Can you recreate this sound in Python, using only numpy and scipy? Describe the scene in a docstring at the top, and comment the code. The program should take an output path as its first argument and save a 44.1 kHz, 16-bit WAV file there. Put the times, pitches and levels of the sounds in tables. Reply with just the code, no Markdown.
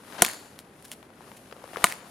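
"""A steel blade chops twice into a thin green sapling, close by in a damp, quiet wood.
Each blow is a burst of tearing fibres over the knock of the stem, loud enough to overload the camera.
Splinters snap, bits fall, the blow echoes away, and the blade scrapes free of the cut.
On the left the swing whooshes and the chopper's jacket rustles and pops, over the low forest hush."""
import sys
import numpy as np
from scipy.fft import rfft, irfft, next_fast_len
from scipy.io import wavfile

SR = 44100
rng = np.random.default_rng(int(sys.argv[2]) if len(sys.argv) > 2 else 0)


def master(y):
    """Save y as 16-bit WAV."""
    cut = np.clip(np.atleast_2d(y).T, -1, 1)
    pcm = np.round(cut * 32767)  # scale
    wavfile.write(sys.argv[1], SR, pcm.astype(np.int16))


N = 92610  # 2.1 seconds

# Tone of the low forest hush and of the high hiss: f/Hz, level/dB
HUSH_TONE = [(25, -19), (60, -12), (240, -6), (530, -11), (900, -19.5), (1900, -23), (6000, -57)]
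HISS_TONE = [(1500, -36.5), (2500, -8), (6500, -9.5), (10300, -2.5), (14900, -16), (15700, -44.5)]
# How the hiss swells and sinks: t/s, level/dB
HISS_LEVELS = [(0, -60.5), (.13, -50.5), (.3, -51), (.7, -66.5), (.9, -55.5), (1.1, -68.5), (1.28, -57),
               (1.6, -61), (1.85, -45.5), (2, -65), (2.1, -53.5)]
# How alike left and right sound: f/Hz, likeness (1 = the same)
STEREO_LIKENESS = [(180, 0.99), (550, 0.93), (1650, 0.2)]

# How loudly the jacket rustles and the swung blade whooshes: t/s, level/dB
RUSTLE_WHOOSH_LEVELS = [(0, -57.5), (.1, -50), (.174, -45.5), (.188, -36.5), (.23, -38.5), (.35, -52),
                        (.6, -59.5), (1.15, -61), (1.26, -55), (1.42, -59.5), (1.68, -53.5), (1.82, -42),
                        (1.95, -50), (2.1, -54.5)]
# Tone of the rustle and whoosh, and of a crease's tick: f/Hz, level/dB
RUSTLE_WHOOSH_TONE = [(60, -39), (150, -9), (700, -5), (2750, -17), (7800, -28), (16000, -48.5)]
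TICK_TONE = [(300, -7.5), (1100, -2), (4000, -18), (12000, -32.5)]
# Creases folding: t/s, pop level/dB, pop f/Hz, tick level/dB
CREASE_FOLDS = [(0.1242, -53, 1260, -36.5), (0.152, -33, 600, -38.5), (1.0282, -47, 1600, -43),
                (1.207, -36.5, 638, -58), (1.3166, -40, 825, -38), (1.5127, -54, 1110, -43),
                (1.5251, -33.5, 400, -33.5), (1.5652, -36.5, 383, -45), (1.6208, -40.5, 675, -60),
                (1.6404, -31, 420, -38.5), (1.663, -46, 800, -61), (1.6776, -40.5, 430, -44),
                (1.7333, -32, 450, -40), (1.7446, -46, 1050, -54), (1.7598, -20.5, 940, -58),
                (1.7702, -24, 340, -26)]
# Where the jacket and the cut are heard: f/Hz, left-over-right level/dB
JACKET_POSITION = [(420, 0), (1300, 13), (4400, 12), (13000, 3)]
CUT_POSITION = [(600, -.3), (1200, 1.3)]

# The blows: t/s, tear level/dB, tear rise/s, bits and echo level/dB, blade ring level/dB
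BLOWS = [(0.2207, -6.5, 0.00012, -28, -37), (1.8414, -11, 0.00061, -31, -46)]
# Tone of each blow's tearing burst, and of the tail of scattering bits and forest echo: f/Hz, level/dB. # The
# blows are heard with a narrow dip near 5.2 kHz.
TEAR_TONE = [(300, -32.5), (1800, -15), (4600, -10), (5200, -16), (5900, -9), (10000, -5), (13000, -13.5),
             (16500, -26.5)]
TAIL_TONE = [(250, -35.5), (900, -4.5), (1800, -5), (5000, -13.5), (10000, -6), (16000, -26)]
# The stem's own notes, struck at a different spot each time. T60 is the time to fade by 60 dB.
# f/Hz, T60/s, first blow level/dB, second blow level/dB
STEM_NOTES = [(202, 0.032, -12.5, -16), (360, 0.036, -12, -27.5), (478, 0.039, -14, -25.5),
              (706, 0.035, -7.5, -13), (1024, 0.054, -19, -15.5), (1221, 0.021, -18, -2.5),
              (1432, 0.02, -7, -6.5), (1954, 0.011, -24.5, -2), (2175, 0.016, -12, -6.5),
              (2924, 0.015, -31, -9), (3705, 0.011, -25.5, -10.5)]
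# Pitches at which the steel rings: f/Hz, half-width/Hz
BLADE_RINGS = [(4450, 400), (7100, 450)]
# Splinters and bark snapping at the cut: t/s, ping level/dB, ping f/Hz, crackle level/dB
SPLINTER_SNAPS = [(0.2484, -46, 1760, -4), (0.2553, -38, 2110, -26), (0.263, -32, 2770, -15),
                  (0.282, -14.5, 1900, -31), (0.2878, -30, 1860, -19.5), (0.2984, -17, 1930, -30),
                  (0.3336, -38, 4250, -24), (0.59, -54, 4530, -27), (0.8249, -48, 2070, -37.5),
                  (0.882, -47, 3000, -38), (0.9164, -20, 2937, -22), (1.8688, -10, 1940, -21),
                  (1.8846, -28, 1850, -32), (1.9098, -21, 1720, -33), (1.9161, -20, 2100, -32),
                  (1.9238, -13, 2030, -20.5)]
# The blade grinding in the cut and bits rustling down: middle t/s, length/s, level/dB
SCRAPE_STROKES = [(0.598, 0.018, -52), (.853, 0.011, -45), (0.927, 0.017, -42), (1.373, 0.01, -47.5)]
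# Tone of the crackle in both snaps and scrapes: f/Hz, level/dB
CRACKLE_TONE = [(900, -12), (2500, -4), (6000, -8), (10000, -3), (16000, -17.5)]


def amp(db):
    """Turn decibels into a factor to multiply a sound by."""
    return 10 ** (np.asarray(db) / 20)


def unit(x):
    """Scale a sound to an average strength (rms) of 1."""
    return x / np.sqrt(np.mean(x ** 2) + 1e-20)


def along(points, hz):
    """Read a table of (f/Hz, value) between its rows, on a log scale of frequency."""
    freqs, values = np.transpose(points)
    return np.interp(np.log(hz + 1), np.log(freqs + 1), values)


def curve(rows):
    """Read a table of (t/s, value) at every sample."""
    return np.interp(np.arange(N) / SR, *np.transpose(rows))


def filtered(x, response):
    """Turn each frequency of x up or down by the factor response(hz)."""
    size = next_fast_len(x.shape[-1] + SR // 4)
    gains = response(np.fft.rfftfreq(size, 1 / SR))
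    return irfft(rfft(x, size) * gains, size)[..., :x.shape[-1]]


def noise(tone, size):
    """Smooth noise with the given tone."""
    return unit(filtered(rng.standard_normal(size), lambda hz: amp(along(tone, hz))))


def grainy(tone, size, per_s, spread_db):
    """Noise broken into short grains, some louder and some softer."""
    grain_db = spread_db * np.clip(rng.standard_normal(size // 8 + 4), -2, 2)
    grain_index = np.arange(size) * min(per_s / SR, 1 / 8)
    gain = amp(np.interp(grain_index, np.arange(len(grain_db)), grain_db))
    return unit(filtered(gain * rng.standard_normal(size), lambda hz: amp(along(tone, hz))))


def wide_noise(tone):
    """Noise from all around: both ears share the mid part and get the side part with opposite signs."""
    def shares(hz):
        angle = np.arccos(np.clip(along(STEREO_LIKENESS, hz), -1, 1)) / 2
        return amp(along(tone, hz)) * [np.cos(angle), np.sin(angle)]
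    mid, side = filtered(rng.standard_normal((2, N)), shares)
    return unit(np.array([mid + side, mid - side]))


def panned(x, position):
    """Place a sound by making one ear louder, by an amount that depends on frequency."""
    return filtered(x, lambda hz: amp(along(position, hz) * np.array([[.5], [-.5]])))


def add(track, start, x):
    """Mix x into the track, beginning at start seconds."""
    part = track[round(start * SR):][:len(x)]
    part += x[:len(part)]


def forest(hush_db=-53.5):
    """The forest gives a low hush, and a high hiss swells with the movement."""
    return amp(hush_db) * wide_noise(HUSH_TONE) + amp(curve(HISS_LEVELS)) * wide_noise(HISS_TONE)


def jacket_and_swing(pitch_sag=.9, pop_fade_db_per_cycle=10, tick_t60_s=.014):
    """Stiff cloth rustles, the swung blade whooshes, and creases pop and tick as they fold."""
    out = amp(curve(RUSTLE_WHOOSH_LEVELS)) * grainy(RUSTLE_WHOOSH_TONE, N, per_s=350, spread_db=3)
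    t = np.arange(SR // 20) / SR
    for start, pop_db, hz, tick_db in CREASE_FOLDS:
        cycles = hz * t + pitch_sag * (1 - np.exp(-hz * t))  # the pitch starts high and quickly drops
        loudness = 2 * amp(pop_db - pop_fade_db_per_cycle * hz * t) * (1 - np.exp(-2 * hz * t))
        pop = loudness * np.sin(2 * np.pi * cycles)
        tick = amp(tick_db - 60 * t / tick_t60_s) * noise(TICK_TONE, len(t))
        add(out, start, pop + tick)
    return out


def fibre_tear(t, db, hold_s=.0022, t60_s=.006, fizz_db=-11, fizz_t60_s=.066):
    """Fibres split in one short burst, then keep fizzing more softly."""
    burst = amp(-60 * np.maximum(t - hold_s, 0) / t60_s)
    fizz = amp(fizz_db - 60 * t / fizz_t60_s)
    return amp(db) * (burst + fizz) * noise(TEAR_TONE, len(t))


def stem_knock(t, blow):
    """The struck stem shakes at several notes at once, and each dies away fast."""
    knock = np.zeros(len(t))
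    for hz, t60_s, *blow_db in STEM_NOTES:
        rise = 1 - np.exp(-2 * hz * t)
        knock += amp(blow_db[blow] - 60 * t / t60_s) * rise * np.sin(2 * np.pi * hz * t)
    return knock


def blade_ring(t, db, t60_s=.6):
    """The steel sings faintly in two narrow bands of pitch."""
    def steel(hz):
        return sum(width ** 2 / (width ** 2 + (hz - centre) ** 2) for centre, width in BLADE_RINGS)
    return amp(db - 60 * t / t60_s) * unit(filtered(rng.standard_normal(len(t)), steel))


def bits_and_echo(t, db, rise_s=.018, t60_s=.38):
    """Bits scatter and the blow echoes away through the forest."""
    loudness = amp(db - 60 * t / t60_s) * (1 - np.exp(-(t / rise_s) ** 2))
    return loudness * grainy(TAIL_TONE, len(t), per_s=1200, spread_db=6)


def chops(tear_side_db=-14, tail_side_db=-1.5):
    """Each blow tears fibres, knocks the stem, rings the blade and leaves a tail of bits and echo."""
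    out, t = np.zeros((2, N)), np.arange(SR // 2) / SR
    for blow, (start, tear_db, rise_s, tail_db, ring_db) in enumerate(BLOWS):
        tear, tear_side = fibre_tear(t, tear_db), fibre_tear(t, tear_db)
        tail, tail_side = bits_and_echo(t, tail_db), bits_and_echo(t, tail_db)
        knock = stem_knock(t, blow)
        mid = tear + tail + blade_ring(t, ring_db)
        side = amp(tear_side_db) * tear_side + amp(tail_side_db) * tail_side  # widens the sound
        rise = 1 - np.exp(-(t / rise_s) ** 2)
        add(out[0], start, knock + rise * (mid + side))
        add(out[1], start, knock + rise * (mid - side))
    return out


def splinters(rise_s=.0003, ping_t60_s=.004, crackle_t60_s=.0055):
    """Each splinter snaps with a short woody ping under a bright crackle."""
    out, t = np.zeros(N), np.arange(SR // 20) / SR
    rise = 1 - np.exp(-t / rise_s)
    for start, ping_db, hz, crackle_db in SPLINTER_SNAPS:
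        ping = amp(ping_db - 60 * t / ping_t60_s) * np.sin(2 * np.pi * hz * t)
        crackle = amp(crackle_db - 60 * t / crackle_t60_s) * noise(CRACKLE_TONE, len(t))
        add(out, start, rise * (ping + crackle))
    return out


def scrapes():
    """The blade rubs in the cut and bits rustle down: grainy noise that briefly swells and fades."""
    t = np.arange(N) / SR
    swells = sum(amp(db) * np.exp(-2 * ((t - middle) / length) ** 2)
                 for middle, length, db in SCRAPE_STROKES)
    return swells * grainy(CRACKLE_TONE, N, per_s=1200, spread_db=3)


def scene():
    """The cut is near the middle, the jacket and swing on the left and the forest all around."""
    cut = chops() + splinters() + scrapes()
    return panned(cut, CUT_POSITION) + panned(jacket_and_swing(), JACKET_POSITION) + forest()


def record(dry, dip_hz=8110, dip_half_width_hz=300, low_cut_hz=45, ceiling=1.02, hardness=8,
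           top_hz=16300):
    """The microphone loses deep bass and dips near 8 kHz; the camera flattens peaks and cuts the top."""
    def microphone(hz):
        dip = 1 - .5 / (1 + ((hz - dip_hz) / dip_half_width_hz) ** 2)
        return dip * hz ** 4 / (hz ** 4 + low_cut_hz ** 4)
    heard = filtered(dry, microphone)
    flattened = heard / (1 + np.abs(heard / ceiling) ** hardness) ** (1 / hardness)
    return filtered(flattened, lambda hz: 1 / (1 + (hz / top_hz) ** 60))


dry = scene()
out = record(dry)
master(out)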